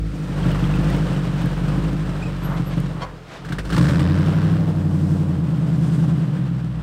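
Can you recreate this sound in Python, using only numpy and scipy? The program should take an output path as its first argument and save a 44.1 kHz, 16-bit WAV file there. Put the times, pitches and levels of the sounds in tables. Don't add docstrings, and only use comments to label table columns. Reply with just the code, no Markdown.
import sys
import numpy as np
from scipy import signal
from scipy.fft import rfft, irfft, next_fast_len
from scipy.io import wavfile
from scipy.ndimage import uniform_filter1d, map_coordinates

SR = 44100
rng = np.random.default_rng(int(sys.argv[2]) if len(sys.argv) > 2 else 0)


def dump_mix(stems):
    frames = np.atleast_2d(stems).T
    limited = np.clip(frames, -1, 1)
    pcm = np.round(limited * 32767).astype(np.int16)
    wavfile.write(sys.argv[1], SR, pcm)


N = 300938

# time_s, firings_per_s
FIRING_RATE = [(0.0, 52.95), (0.25, 50.22), (0.54, 47.46), (0.8, 50.66), (0.97, 52.27), (1.16, 47.08),
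               (1.4, 46.83), (1.61, 46.21), (1.86, 52.87), (2.1, 49.81), (2.34, 46.41), (2.8, 45.61),
               (3.24, 41.52), (3.67, 49.87), (3.8, 65.04), (3.94, 81.87), (4.1, 88.57), (4.29, 94.72),
               (4.58, 101.91), (4.8, 92.54), (5.0, 91.31), (5.23, 92.28), (5.45, 80.21), (5.8, 80.53),
               (6.2, 81.32), (6.44, 64.78), (6.82, 59.41)]
# time_s, opening_fraction
THROTTLE = [(0, 0.31), (.92, 0.52), (1.12, 0.44), (1.56, 0.43), (1.86, 0.51), (2.26, 0.42), (2.88, 0.51),
            (3.12, 0.05), (3.35, 0), (3.54, 0.53), (3.65, 0.33), (3.78, 0.89), (4.52, 0.98), (4.76, 0.86),
            (5.13, 0.95), (5.42, 0.87), (6.14, 1), (6.4, 0.84), (6.82, 0.72)]
# time_s, load_fraction
LOAD = [(0, 0.15), (2.8, 0.15), (3.1, 0.05), (3.4, 0.28), (3.72, 0.32), (4.4, 0.4), (4.8, 0), (6.8, 0.28)]
# strength_db, offset_s
CYLINDERS = [(-0.4, -0.00283), (-0.5, -0.00084), (-3.0, -0.00392), (5.2, -0.00267), (0.7, -0.00079),
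             (-2.8, -0.00203), (1.0, -0.00166), (-0.1, -0.00213)]
PIPE_OF_CYLINDER = [1, 0, 1, 1, 0, 1, 0, 0]
# time_s, level_db
BOOM_LEVEL = [(0, -20), (.2, -35), (.45, -24.5), (.92, -23.5), (1.15, -30), (1.55, -27.5), (1.85, -27),
              (2.25, -30), (2.85, -30.5), (3.1, -37), (3.35, -50), (3.62, -29), (3.8, -27), (4.1, -22.5),
              (4.8, -25.5), (5.25, -27), (5.5, -35.5), (6.15, -33), (6.3, -44), (6.45, -40), (6.82, -32)]
# cycles_per_eight_firings, level_db
BOOM_ORDERS = [(5, -15), (7, -23), (8, 0), (9, -21), (11, -21), (13, -19), (16, -9)]
# frequency_hz, gain_db
PIPE_A = [(60, -33.5), (95, -13), (110, -14.5), (125, 8), (142, 6.5), (162, 10), (185, 3.5), (205, -2.5),
          (235, -17), (270, -10), (305, -9.5), (335, -11), (380, -23.5), (430, -23.5), (490, -24.5),
          (580, -38.5), (750, -38), (1200, -53), (3000, -70.5)]
PIPE_B = [(60, -36), (95, -23.5), (110, -7), (125, 7), (142, 0.5), (162, 7.5), (185, 1), (205, -6),
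          (235, -14), (270, -8.5), (305, -5.5), (335, -12.5), (380, -37.5), (430, -30.5), (490, -33.5),
          (580, -33), (750, -43), (1200, -48), (3000, -66)]
# base_db, shut_loss_db, speed_db_per_octave, load_db, shadow_loss_db
BURBLE_LAW = (2, 41, -10, -4.5, 3)
BARK_LAW = (-13, 32.5, -6.5, -13.5, -1.5)
ROAR_LAW = (-25.5, 12.5, 3, -3.5, 15)
RASP_LAW = (-26.5, 27, -8.5, 10, 18.5)
HISS_LAW = (-40.5, 22.5, -4.5, 1, 6)
# frequency_hz, gain_db
ROAR_SPECTRUM = [(60, -50), (200, -16), (300, -7), (400, -6), (520, -5), (750, -11), (1100, -17),
                 (2500, -50)]
RASP_SPECTRUM = [(400, -31.5), (750, -1), (1050, 4.5), (1550, 2.5), (2200, -5), (3000, -4.5), (4000, -10.5),
                 (5300, -19.5), (7000, -34), (12000, -78)]
HISS_SPECTRUM = [(2500, -11), (5000, 5.5), (6600, 0.5), (7600, 3), (9000, 2.5), (10500, -12), (12000, -10),
                 (14000, -9), (16000, -33)]
BURST_SPECTRUM = [(200, 17), (550, 8), (800, -1.5), (1100, 2), (1600, 2), (2300, -1.5), (4000, -3),
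                  (5300, -7), (6600, -13.5), (8500, -11.5), (11000, -22), (15000, -25)]
CRACKLE_SPECTRUM = [(250, -12), (450, 8), (570, 12), (780, -6), (1120, 8), (1330, 3), (1620, 7), (2300, -6),
                    (3000, -5), (4000, -8), (5200, -10), (6600, -22), (8500, -21), (11000, -34),
                    (15000, -40)]
RUMBLE_SPECTRUM = [(20, -4), (45, -4.5), (100, 18), (200, -35)]
TYRE_SPECTRUM = [(250, -37), (430, -0.5), (852, -21), (1350, -6), (1500, -10), (4640, -22), (15000, -44.5)]
SAND_SPECTRUM = [(800, 7.5), (3500, -3), (5500, -10), (9000, -20), (15000, -36)]
CRUST_SPECTRUM = [(300, -8), (550, 11), (750, 6), (1100, 11), (1800, 0), (3500, -22), (9000, -45)]
TICK_SPECTRUM = [(4000, -17), (9000, -9), (14000, -13)]
# centre_s, length_s, level_db
GULP = (3.83, 0.24, -47.5)
HISS_SWELLS = [(5.077, .3, -60), (5.92, 0.34, -58.5)]
# pitch_hz, level_db
TRIM_MODES = [(1350, 2), (1620, -17), (2700, 5.5), (3080, 5.5)]
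# start_s, level_db, pitch_hz
STONES = [(.517, -34, 2950), (.595, -36, 2610), (.76, -37, 3000), (0.902, -30, 1940), (.965, -35, 2180),
          (1.418, -37, 3000), (1.459, -32, 1630)]
# centre_s, length_s, level_db
SCUFFS = [(.92, 0.098, -38), (1.27, 0.043, -39), (1.4, 0.051, -36), (2.578, 0.031, -35),
          (2.738, 0.033, -37), (2.865, 0.015, -35.5), (3.03, 0.043, -34), (3.345, 0.12, -37.5)]
CRUNCHES = [(2.52, 0.13, -33.5), (3.035, 0.18, -36.5)]
# centre_s, length_s, pitch_hz, level_db
SQUEAKS = [(2.229, 0.01, 2510, -31), (2.241, 0.013, 2600, -36), (2.266, 0.023, 2530, -37.5)]
CHIRPS = [(2.453, 0.035, 12480, -42), (2.495, .04, 12700, -56), (2.545, .04, 12400, -57),
          (2.678, 0.035, 12620, -46)]
# start_s, level_db
CLUNKS = [(3.019, -34), (3.031, -37)]
# pitch_hz, level_db, t60_s
CHASSIS_MODES = [(528, 5, 0.18), (760, 2, .1), (992, 5, 0.13), (1110, 3, 0.14), (1450, 0, 0.12),
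                 (2090, -5, 0.1), (3180, 2, 0.07), (4440, -3, 0.07), (5250, -9, .07), (5700, -10, 0.06)]
# start_s, level_db, t60_s, pitch_hz
SPITS = [(3.447, -26.5, 0.11, 1485), (3.487, -25, 0.077, 1570), (3.522, -15.5, 0.061, 1590),
         (3.584, -16, 0.088, 1640), (3.65, -25.5, 0.13, 1496), (3.7007, -16, 0.047, 1470),
         (3.722, -19, 0.21, 1674), (3.764, -12.5, 0.035, 1680), (3.779, -8, 0.037, 1060),
         (3.842, -19, 0.076, 1570), (3.884, -17.5, 0.13, 1600), (3.992, -17, 0.085, 1040),
         (4.258, -23, 0.055, 1150), (4.385, -19, 0.016, 1220)]
# time_s, level_db
CRACKLE_LEVEL = [(3.62, -67), (3.7, -36), (3.76, -30.5), (3.9, -33), (4.02, -36.5), (4.42, -40.5),
                 (4.65, -47), (5.2, -55.5), (6.82, -71)]
# firings_per_s, delay_s
CRACK_LAG = [(65, .003), (85, .002), (97, .0002)]

PASS_S, CLEAR_S = 0.44, 0.43


def amp(db):
    return 10 ** (np.asarray(db) / 20)


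def unit(x):
    return x / np.sqrt(np.mean(x ** 2) + 1e-20)


def clock():
    return np.arange(N) / SR


def curve(rows):
    return np.interp(clock(), *np.transpose(rows))


def wobble(knots_per_s):
    return map_coordinates(rng.standard_normal(int(N * knots_per_s / SR) + 4), [clock() * knots_per_s])


def filtered(x, response):
    size = next_fast_len(N + SR // 2, real=True)
    return irfft(rfft(x, size) * response(np.fft.rfftfreq(size, 1 / SR)), size)[:N]


def coloured(x, spectrum, size=16384):
    hz, db = np.transpose(spectrum)
    gain = amp(np.interp(np.log(np.fft.rfftfreq(size, 1 / SR) + 1), np.log(hz), db))
    cepstrum = irfft(np.log(gain))
    cepstrum[1:size // 2] *= 2
    cepstrum[size // 2 + 1:] = 0
    return signal.fftconvolve(x, irfft(np.exp(rfft(cepstrum))))[:N]


def noise(spectrum, envelope=1):
    return unit(coloured(envelope * rng.standard_normal(N), spectrum))


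def impulses(times, sizes):
    at = np.clip(times * SR, 0, N)
    i, part = at.astype(int), at % 1
    return (np.bincount(i, sizes * (1 - part), N + 2) + np.bincount(i + 1, sizes * part, N + 2))[:N]


def pulses(times, sizes, rise_s, decay_s, length_s):
    t = np.arange(int(length_s * SR)) / SR
    shape = np.exp(-t / decay_s) * (1 - np.exp(-t / rise_s))
    return signal.fftconvolve(impulses(times, sizes), shape)[:N]


def levelled(x, span_s=0.78):
    width = int(span_s * SR)
    power = uniform_filter1d(uniform_filter1d(x * x, width), width // 2)
    return x / np.sqrt(np.abs(power) + 1e-20)


def swell(centre_s, length_s):
    return np.exp(-np.minimum((2 * (clock() - centre_s) / length_s) ** 2, 200))


def swells(rows):
    return sum(amp(db) * swell(s, length) for s, length, db in rows)


def ping(hz, t60_s, waver):
    t = np.arange(SR // 5) / SR
    knots = t[::64]
    tremble = np.interp(t, knots, rng.standard_normal(len(knots)))
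    return amp(-60 * t / t60_s) * np.sin(2 * np.pi * np.cumsum(hz * (1 + waver * tremble)) / SR)


def wavering_phase(hz, waver):
    return 2 * np.pi * np.cumsum(hz * (1 + waver * wobble(270))) / SR


def add(out, start_s, sound):
    room = out[round(start_s * SR):][:len(sound)]
    room += sound[:len(room)]


def distance_db(nearest_m=5.19, drive_m_per_s=3.29, db_per_doubling=7.5):
    distance_m = np.hypot(nearest_m, drive_m_per_s * (clock() - PASS_S))
    return -db_per_doubling * np.log2(distance_m / nearest_m)


def shadow():
    return np.clip(1 - clock() / CLEAR_S, 0, 1)


def gain(law, cruise_per_s=60):
    base_db, shut_loss_db, db_per_octave, load_db, shadow_loss_db = law
    source_db = base_db - shut_loss_db * (1 - curve(THROTTLE)) + load_db * curve(LOAD)
    source_db += db_per_octave * np.log2(curve(FIRING_RATE) / cruise_per_s)
    return amp(source_db - shadow_loss_db * shadow() + distance_db())


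def crank(first_firing=4.28):
    return np.cumsum(curve(FIRING_RATE)) / SR - first_firing


def unsteadiness(exponent=2.2):
    rate = curve(FIRING_RATE)
    return (rate.mean() / rate) ** exponent


def firings(scatter_db=1.0, jitter_s=0.00011):
    count = crank()
    number = np.arange(int(count[0]), int(count[-1]))
    times = np.interp(number, count, clock())
    spread = np.interp(times, clock(), unsteadiness())
    size_error, time_error = np.tanh(rng.standard_normal((len(number), 2))).T * spread
    cylinder = number % len(CYLINDERS)
    strength_db, offset_s = np.array(CYLINDERS)[cylinder].T
    sizes = amp(strength_db + scatter_db * size_error)
    return times + offset_s + jitter_s * time_error, sizes, np.array(PIPE_OF_CYLINDER)[cylinder]


def boom(low_hz=39, high_hz=114, waver_db=1.2, rumble_db=-20):
    cycles = crank() / len(CYLINDERS)
    note = sum(amp(db + waver_db * wobble(9.1)) * np.cos(2 * np.pi * (cycles * order + rng.random()))
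               for order, db in BOOM_ORDERS)
    note = filtered(note, lambda hz: (1 - 1 / (1 + (hz / low_hz) ** 10)) / (1 + (hz / high_hz) ** 20))
    return amp(curve(BOOM_LEVEL)) * (np.sqrt(2) * note + amp(rumble_db) * noise(RUMBLE_SPECTRUM))


def growl(depth_db=5.5, lag_s=0.15, full_octaves_per_s=1):
    octaves_per_s = uniform_filter1d(np.gradient(np.log2(curve(FIRING_RATE))) * SR, SR // 5)
    climb = np.clip(octaves_per_s / full_octaves_per_s, 0, 1)
    return amp(depth_db * np.interp(clock() - lag_s, clock(), climb))


def exhaust(times, sizes, pipe, boom_hz=108, bark_hz=235, wander_db=0.8):
    pipes = coloured(impulses(times, sizes * (pipe == 0)), PIPE_A)
    pipes += coloured(impulses(times, sizes * (pipe == 1)), PIPE_B)
    below_boom = filtered(pipes, lambda hz: 1 / (1 + (hz / boom_hz) ** 20))
    below_bark = filtered(pipes, lambda hz: 1 / (1 + (hz / bark_hz) ** 20))
    wander = amp(wander_db * unsteadiness() * np.tanh(wobble(9)))
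    burble = unit((below_bark - below_boom) * wander)
    bark = unit((pipes - below_bark) * wander)
    return gain(BURBLE_LAW) * burble + gain(BARK_LAW) * growl() * bark


def gas_rush(times, sizes, scatter_db=2.5, lag_s=0.00415, flutter_db=1.38, jolt_db=0.2):
    load = curve(LOAD)
    force = np.sqrt(sizes) * amp(scatter_db * rng.standard_normal(len(sizes)))
    puffs = levelled(pulses(times + lag_s, force, rise_s=0.0002, decay_s=0.011, length_s=0.05))
    envelope = np.sqrt(1 - load + load * puffs ** 2)
    envelope *= amp(flutter_db * wobble(45) - jolt_db * wobble(10))
    roar = gain(ROAR_LAW) * noise(ROAR_SPECTRUM, envelope)
    rasp = gain(RASP_LAW) * noise(RASP_SPECTRUM, envelope)
    hiss = (gain(HISS_LAW) + swells([GULP] + HISS_SWELLS)) * noise(HISS_SPECTRUM, envelope)
    return roar + rasp + hiss


def tyres(rolling_db=-41, shadow_db=5.5, grains=1500, spread_db=5.5, decay_s=0.00095, grit_db=-10):
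    when, size = rng.random((grains, 2)).T
    impacts = impulses(when * N / SR, amp(-spread_db * np.log(size + 0.011)))
    t = np.arange(SR // 100) / SR
    cracks = signal.fftconvolve(impacts, np.exp(-t / decay_s))[:N]
    grit = amp(grit_db) * gain(RASP_LAW) * noise(BURST_SPECTRUM, cracks)
    rolling = amp(rolling_db + distance_db() - shadow_db * shadow()) * noise(TYRE_SPECTRUM)
    return rolling + grit


def trim_rattle(hits=260, spread_db=6.5, level_db=-48, near_s=1.7, t60_s=0.023, detune=0.046):
    out = np.zeros(N)
    for hz, db in TRIM_MODES:
        for when, size, tuning in rng.random((hits, 3)):
            ring = ping(hz * (1 + detune * (2 * tuning - 1)), t60_s, waver=0)
            add(out, when * N / SR, amp(db - spread_db * np.log(size + 0.022)) * ring)
    return amp(level_db) * swell(PASS_S, near_s) * (1 - shadow()) ** 2 * unit(out)


def stone_chinks(ring_t60_s=0.06, crack_db=-4, crack_t60_s=0.01):
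    out, t = np.zeros(N), np.arange(SR // 5) / SR
    for s, db, hz in STONES:
        ring = ping(hz, ring_t60_s, waver=0.03)
        crack = amp(crack_db - 60 * t / crack_t60_s) * rng.standard_normal(len(t))
        add(out, s, amp(db) * (ring + crack))
    return out


def sand_scuffs():
    return swells(SCUFFS) * noise(SAND_SPECTRUM) + swells(CRUNCHES) * noise(CRUST_SPECTRUM)


def joint_squeaks(overtone_db=-17):
    out = np.zeros(N)
    for s, length, hz, db in SQUEAKS:
        phase = wavering_phase(hz, waver=0.013)
        tone = np.sin(phase) + amp(overtone_db) * (np.sin(2 * phase) + np.sin(3 * phase))
        out += amp(db) * swell(s, length) * tone
    return out


def chirps():
    return sum(amp(db) * swell(s, length) * np.sin(wavering_phase(hz, waver=0.0044))
               for s, length, hz, db in CHIRPS)


def tick(centre_s=2.803, length_s=0.0026, level_db=-37.5):
    return amp(level_db) * swell(centre_s, length_s) * noise(TICK_SPECTRUM)


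def chassis_clunks(scatter_db=1.1, crack_gain=0.11, crack_t60_s=0.029, rise_s=0.00073):
    out, t = np.zeros(N), np.arange(SR // 2) / SR
    for s, db in CLUNKS:
        ring = np.zeros(len(t))
        for hz, mode_db, t60 in CHASSIS_MODES:
            decay = amp(mode_db + rng.normal(0, scatter_db) - 60 * t / t60)
            ring += decay * np.sin(2 * np.pi * (hz * t + rng.random()))
        crack = crack_gain * amp(-60 * t / crack_t60_s) * rng.standard_normal(len(t))
        add(out, s, amp(db) * (ring + crack) * (1 - np.exp(-t / rise_s)))
    return out


def engine_spits(burst_db=-4, ring_db=-9, rise_s=0.0026):
    envelope, rings = np.zeros(N), np.zeros(N)
    t = np.arange(SR // 5) / SR
    for s, db, t60, hz in SPITS:
        add(envelope, s, amp(db + burst_db - 60 * t / t60) * (1 - np.exp(-t / rise_s)))
        add(rings, s, amp(db + ring_db) * ping(hz, t60, waver=0.14))
    return rings + envelope * noise(BURST_SPECTRUM)


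def tailpipe_crackle(scatter_db=1.2):
    count = crank()
    number = np.arange(int(count[-1]))
    rate = np.interp(number, count, curve(FIRING_RATE))
    times = np.interp(number, count, clock()) + np.interp(rate, *np.transpose(CRACK_LAG))
    sizes = amp(scatter_db * rng.standard_normal(len(times)))
    cracks = pulses(times, sizes, rise_s=0.0005, decay_s=0.0028, length_s=0.02)
    return amp(curve(CRACKLE_LEVEL)) * noise(CRACKLE_SPECTRUM, cracks)


def scene():
    times, sizes, pipe = firings()
    running = boom() + exhaust(times, sizes, pipe) + gas_rush(times, sizes) + tyres() + trim_rattle()
    trail = stone_chinks() + sand_scuffs() + joint_squeaks() + chirps() + tick() + chassis_clunks()
    return (running + trail + engine_spits() + tailpipe_crackle())[None]


def record(dry, low_hz=25, top_hz=15750):
    return filtered(dry[0], lambda hz: (hz < top_hz) * hz ** 2 / np.hypot(hz ** 2, low_hz ** 2))[None]


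dry = scene()
out = record(dry)
dump_mix(out)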